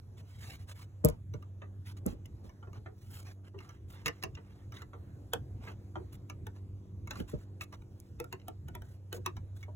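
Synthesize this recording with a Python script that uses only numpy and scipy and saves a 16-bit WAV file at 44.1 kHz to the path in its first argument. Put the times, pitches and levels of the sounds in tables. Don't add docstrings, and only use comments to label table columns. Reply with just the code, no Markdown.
import sys
import numpy as np
from scipy import signal
from scipy.fft import rfft, irfft
from scipy.io import wavfile
from scipy.ndimage import uniform_filter1d

SR = 44100
rng = np.random.default_rng(int(sys.argv[2]) if len(sys.argv) > 2 else 0)


def undo_db(level):
    steps = np.asarray(level, float) / 20
    return 10 ** steps


def generate_wav(sig):
    pcm = np.round(np.clip(np.atleast_2d(sig).T, -1, 1) * 32767).astype(np.int16)
    wavfile.write(sys.argv[1], SR, pcm)


N = 429975

# frequency in Hz, relative density in dB per Hz.
AIR = [(30, -54), (45, -10.5), (70, 0), (100, 4), (160, -11), (350, -19.5), (700, -30), (1400, -39),
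       (3000, -48), (6000, -48.5), (15500, -56), (16200, -72)]
# frequency in Hz, likeness from 0 to 1.
LIKENESS = [(150, 0.98), (500, 0.78), (800, 0.062), (3000, 0.48), (4500, 0.96)]
# time in seconds, level of the fundamental in dB, gain of the overtones in dB.
HUM = [(0, -53.5, -93.5), (2, -45, -68.5), (2.399, -54, -70), (3.303, -49, -71.5), (3.9, -55.5, -67.5),
       (5.198, -52.5, -69), (5.701, -51.5, -65.5), (7.502, -49, -64), (8.198, -63.5, -68.5),
       (8.602, -51, -69.5), (9.75, -44.5, -78.5)]
# multiple of the fundamental, relative level in dB.
OVERTONES = [(2, 2.5), (3, -1), (3.5, -3), (4, -6.5), (5, -12.5)]
# start in seconds, length in seconds, level in dB.
GRIP = [(.16, 0.066, -64.5), (.22, 0.33, -67.5), (.37, 0.23, -57), (.57, 0.098, -69), (.665, 0.078, -56.5),
        (.73, 0.14, -62), (1.075, 0.025, -54), (1.84, 0.1, -59.5), (1.96, 0.037, -64.5), (2.06, 0.088, -62),
        (2.43, 0.066, -69), (7.16, 0.074, -58.5), (7.27, 0.072, -61.5), (7.36, 0.11, -71.5)]
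# start in seconds, level in dB.
BUMPS = [(1.041, -16), (1.08, -29), (1.338, -40), (2.057, -25.5), (2.121, -43), (2.44, -48.5),
         (7.181, -41.5), (7.198, -33), (7.331, -32.5)]
# time in seconds, level in dB.
SNAPS = [(1.048, -6), (1.0551, -16), (1.087, -22.5), (1.099, -34.5), (2.0636, -24), (2.259, -42),
         (7.2984, -42), (8.001, -36)]
# time in seconds, level in dB, loudest region in Hz.
TAPS = [(1.3387, -42, 1490), (1.425, -48.5, 1160), (2.2568, -48, 2960), (2.494, -48, 1200),
        (2.731, -47.5, 1180), (3.589, -42, 3220), (3.605, -46.5, 1400), (3.692, -45, 1434),
        (4.06, -15.5, 2080), (4.0663, -22, 2270), (4.081, -21.5, 2020), (4.227, -33.5, 2700),
        (4.237, -22.5, 1260), (4.352, -42, 2950), (4.722, -41.5, 1200), (4.7685, -42, 1890),
        (4.8195, -38, 1150), (5.3347, -16.5, 988), (6.299, -33, 1314), (6.4688, -34, 910),
        (7.074, -40, 1140), (7.109, -29.5, 1410), (7.134, -40, 1200), (7.1564, -40, 1310),
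        (7.202, -35.5, 1090), (7.6106, -30.5, 1980), (7.7265, -41.5, 1390), (7.82, -52.5, 910),
        (8.201, -23, 910), (8.2428, -37, 980), (8.327, -28, 1210), (8.399, -53, 2900), (8.417, -55, 2920),
        (8.4829, -29.5, 950), (8.685, -39, 910), (8.752, -34.5, 940), (8.8205, -40, 910),
        (9.1285, -22.5, 1020), (9.262, -21.5, 1390), (9.368, -42.5, 1160), (9.6293, -41, 2300)]
# frequency in Hz, relative level in dB.
RING = [(180, -5), (312, -0.5), (430, 5.5), (646, 1.5), (1175, 3.5), (1375, 0.5), (1600, -3.5), (1810, -14),
        (2080, 6), (2800, 6), (3920, 2.5), (5760, 3.5), (6250, 5)]
# frequency in Hz, relative level in dB.
HOLDER = [(760, -4.5), (905, 1.5), (1430, 5), (1890, -2), (2400, -1.5), (2980, 4.5), (3700, 0), (6250, -2)]
# time in seconds, level in dB, loudest region in Hz.
KNOCKS = [(1.6188, -43, 1630), (2.6277, -47, 1460), (2.673, -48, 767), (2.757, -49.5, 1117),
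          (2.8604, -40, 1500), (3.543, -46.5, 355), (4.372, -43, 1820), (4.933, -44, 1280),
          (5.673, -38, 1870), (5.686, -47, 1950), (5.9563, -33.5, 1045), (9.164, -44, 445),
          (9.682, -46, 693)]
# start in seconds, length in seconds, level in dB.
STROKES = [(2.72, 0.089, -64), (3.24, 0.1, -53.5), (3.43, 0.078, -61.5), (3.54, 0.27, -61.5),
           (3.89, 0.18, -61), (4.1, .13, -65), (6.54, 0.064, -65), (4.36, 0.35, -67.5),
           (7.12, 0.069, -54.5), (7.72, 0.048, -56), (4.71, 0.13, -55.5), (5.59, 0.17, -54.5)]
# start in seconds, length in seconds, level in dB.
SWISHES = [(2.9, 0.51, -70), (3.09, 0.16, -58.5), (3.87, 0.11, -64.5), (6.11, 0.061, -64.5),
           (7.6, 0.054, -55), (7.86, 0.29, -81.5), (8.81, 0.19, -73), (9.12, 0.078, -57),
           (9.54, 0.13, -69.5)]
# frequency in Hz, lead of the left port in radians.
PORTS_AIR = [(0, 0.052), (600, 0.72), (1400, 1.5), (2100, 2), (3800, 1.33), (4700, np.pi),
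             (17600, 7 * np.pi)]
# frequency in Hz, lead of the left port in radians.
PORTS_BODY = [(0, 0), (150, .25), (350, 1.5), (700, np.pi), (4700, np.pi), (17600, 7 * np.pi)]

THUD_TOP_HZ = 700
LOW_MODES = [mode for mode in RING if mode[0] < THUD_TOP_HZ]
HIGH_MODES = [mode for mode in RING if mode[0] > THUD_TOP_HZ]
LEAD_IN_S = .015
SPREAD_DB, RING_T60_S = 3.5, .021


def evened(x):
    return x / np.sqrt(np.mean(x ** 2) + 1e-20)


def read(points, hz):
    f, value = np.transpose(points)
    return np.interp(np.log(hz + 1), np.log(f + 1), value)


def add(mix, s, sound):
    part = mix[round(s * SR):][:len(sound)]
    part += sound[:len(part)]


def slow(t, lo_hz, hi_hz):
    sines = [np.sin(2 * np.pi * (f * t + rng.random())) / np.sqrt(f) for f in np.geomspace(lo_hz, hi_hz, 20)]
    return evened(sum(sines))


def air():
    frames, hz = N // 512 + 5, np.fft.rfftfreq(2048, 1 / SR)
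    a, b, c, d, patches = rng.standard_normal((frames, 1025, 5)).T
    patches = evened(uniform_filter1d(uniform_filter1d(patches, 30, 0), 10, 1))
    swell = slow(np.arange(frames) * 512 / SR, 0.12, 6.2)
    same = np.clip(read(LIKENESS, hz), -1, 1)[:, None]
    left = a + 1j * b
    right = same * left + np.sqrt(1 - same ** 2) * (c + 1j * d)
    z = np.array([left, right]) * undo_db(read(AIR, hz)[:, None] + 2.4 * patches + 1.2 * swell)
    return undo_db(-50) * evened(signal.istft(z, nperseg=2048, noverlap=1536)[1][:, :N])


def hum():
    t = np.arange(N) / SR
    s, base_db, over_db = np.transpose(HUM)
    pitch = 96.6 * (1 + 0.0025 * slow(t, 0.1997, 3))
    turns = 2 * np.pi * np.cumsum(pitch) / SR
    over = sum(undo_db(db + 1.3 * slow(t, 0.5286, 2.7)) * np.sin(k * turns) for k, db in OVERTONES)
    base = undo_db(np.interp(t, s, base_db) + 1.4 * slow(t, 1.9, 26)) * np.sin(turns)
    return np.sqrt(2) * (base + undo_db(np.interp(t, s, over_db)) * over)


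def rubs(strokes, tilt_db, low_hz, grain_db):
    frames, hz = N // 128 + 5, np.fft.rfftfreq(512, 1 / SR)
    t, power = np.arange(frames) * 128 / SR, np.zeros((257, frames))
    colour = evened(undo_db(tilt_db * np.log2((hz + 900) / 2000)) * (hz / (hz + low_hz)) ** 2)
    for start, length, db in strokes:
        on = (t >= start) & (t <= start + length)
        power[:, on] += np.outer(undo_db(db) * colour, signal.windows.tukey(on.sum(), .7)) ** 2
    sizes = undo_db(grain_db * np.minimum(rng.exponential(1, N), 5))
    slips = evened(rng.standard_normal((2, N)) * sizes)
    slips[1] = slips[0] + 1.2 * signal.lfilter(*signal.butter(3, 2200, fs=SR), slips[1])
    z = signal.stft(slips, nperseg=512, noverlap=384)[2]
    patches = uniform_filter1d(rng.standard_normal((frames, 257)), 20, 0)
    patches = evened(uniform_filter1d(patches, 2, 1)).T
    jerks = evened(uniform_filter1d(rng.standard_normal(frames), 3))
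    rough = np.sqrt(power) * undo_db(4.5 * patches + 2.5 * jerks)
    return signal.istft(z * rough[:, :z.shape[2]], nperseg=512, noverlap=384)[1][:, :N]


def grip():
    return rubs(GRIP, tilt_db=-8, low_hz=1500, grain_db=1.9)


def nearby(x, t60, wet_db):
    at = np.arange(40, 8000, 20) + rng.integers(0, 20, (3, 2, 398))
    tails = np.zeros((3, 2, 8040))
    np.put_along_axis(tails, at, rng.choice([-1., 1.], at.shape) * undo_db(-60 * at / SR / t60), 2)
    tails = signal.lfilter([1], [1, -.93], tails)
    tails = signal.lfilter(*signal.butter(2, 130, "high", fs=SR), tails)
    turn = np.arange(N) * 7 // SR % 3 == np.arange(3)[:, None, None]
    wet = signal.oaconvolve(x * turn, tails / np.linalg.norm(tails[0, 0]), axes=2).sum(0)[:, :N]
    return x + undo_db(wet_db) * wet


def bumps():
    out, t = np.zeros(N), np.arange(8192) / SR
    pitch = 38 + 60 * np.exp(-t / .03) + 420 * np.exp(-t / 0.0055) + 3000 * np.exp(-t / 0.00053)
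    swing = np.sin(2 * np.pi * np.cumsum(pitch) / SR)
    casing = sum(a * np.sin(2 * np.pi * hz * t) for hz, a in [(470, 1), (600, .5), (1230, .12)])
    casing = 1.1 * np.exp(-t / 0.014) * casing
    for s, db in BUMPS:
        noise = rng.standard_normal(8192)
        shake = evened(signal.lfilter(*signal.butter(1, [30, 150], "band", fs=SR), noise))
        envelope = undo_db(db - 60 * t / 0.18) * (1 - np.exp(-t / 0.0045))
        add(out, s, envelope * (swing + 0.22 * shake + casing))
    return out


def snaps():
    out = np.zeros(N)
    for s, db in SNAPS:
        click = rng.standard_normal(400) * signal.windows.gaussian(400, 9)
        click = signal.lfilter(*signal.butter(2, [6800, 14500], "band", fs=SR), click)
        add(out, s - 180 / SR, undo_db(db) * click / abs(click).max())
    return out


def peaked(x, centre_hz, below_db, above_db):
    size = 2 * len(x)
    octaves = np.log2((abs(np.fft.fftfreq(size, 1 / SR)) + 100) / centre_hz)
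    gain = np.log(undo_db(np.where(octaves > 0, above_db, below_db) * octaves))
    return irfft(rfft(x, size) * np.exp(signal.hilbert(gain).conj())[:size // 2 + 1])[:len(x)]


def struck(table, rattle_s, detune=0.059):
    t = np.arange(4096) / SR
    hz, db = np.transpose(table)[:, :, None]
    noise, mix = rng.standard_normal((2, 4096)), rng.standard_normal((2, len(table), 1))
    fade_db = 60 * t / RING_T60_S * (hz / 1500) ** 0.67
    modes = undo_db(db + SPREAD_DB * mix[0] - fade_db) * np.sin(2 * np.pi * hz * (1 + detune * mix[1]) * t)
    late = np.maximum(t - LEAD_IN_S, 0)
    lead_in = undo_db(-17) * np.exp((t - LEAD_IN_S) / 0.0047) * (t < LEAD_IN_S)
    strike = (1 - np.exp(-late / .0004)) * np.exp(-late / rattle_s)
    rattle = noise[0] * abs(noise[1]) * (lead_in + strike)
    ring = signal.fftconvolve(rattle, modes.sum(0))[:4096]
    crack = rattle * (late > 0) * np.exp(-late / 0.0049)
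    return evened(crack), evened(ring)


def taps():
    out = np.zeros(N)
    for s, db, hz in TAPS:
        height = np.log2(hz / 910)
        rattle_s = .006 if 1100 < hz < 2400 else .003
        crack, ring = struck(HOLDER if hz < 1100 else HIGH_MODES, rattle_s)
        hit = ring + undo_db(0.27 * (db + 26)) * crack
        hit = peaked(hit, hz, below_db=13.1, above_db=-4 * height)
        thud = struck(LOW_MODES, 0.012, detune=0.11)[1]
        thud_db = -13.5 - 7 * height
        tap = hit / abs(hit).max() + undo_db(thud_db) * thud / abs(thud).max()
        add(out, s - LEAD_IN_S - .001, undo_db(db) * tap)
    return out


def knocks():
    out = np.zeros(N)
    for s, db, hz in KNOCKS:
        ring = struck(HIGH_MODES + HOLDER, 0.013)[1]
        ring = ring + undo_db(-1.5) * struck(LOW_MODES, 0.031, detune=0.098)[1]
        knock = peaked(ring, hz, below_db=5, above_db=-8.5)
        add(out, s - LEAD_IN_S - .001, undo_db(db) * knock / abs(knock).max())
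    return out


def ringing(x):
    hz = np.fft.rfftfreq(N, 1 / SR)
    lift = sum(undo_db(db) / (1 + (2 * (hz - f) / 37) ** 2) for f, db in HIGH_MODES)
    return irfft(rfft(x) * (1 + undo_db(-3) * lift) / 2, N)


def scrapes():
    return ringing(rubs(STROKES, tilt_db=-8.5, low_hz=307, grain_db=3.5))


def swishes():
    return rubs(SWISHES, tilt_db=-3, low_hz=308, grain_db=3.75)


def ports(pair, lead):
    hz, radians = np.transpose(lead)
    turn = np.exp(-1j * np.interp(np.fft.rfftfreq(N, 1 / SR), hz, radians))
    return np.array([pair[0], irfft(rfft(pair[1]) * turn, N)])


def scene():
    friction = grip() + scrapes() + swishes()
    strikes = nearby(taps() + knocks(), t60=0.11, wet_db=-8.5)
    through_air = air() + hum() + friction + strikes
    through_body = nearby(bumps(), t60=0.069, wet_db=-7.5) + nearby(snaps(), t60=0.031, wet_db=-3.5)
    both = ports(through_air, PORTS_AIR) + ports(through_body, PORTS_BODY)
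    return undo_db([[-.4], [.4]]) * both


def top_cut(x):
    return signal.sosfilt(signal.butter(12, 17310, fs=SR, output="sos"), x)


def record(dry):
    limited = signal.oaconvolve(dry, signal.firwin(255, 16400, fs=SR)[None], "same")
    return top_cut(limited)


dry = scene()
out = record(dry)
generate_wav(out)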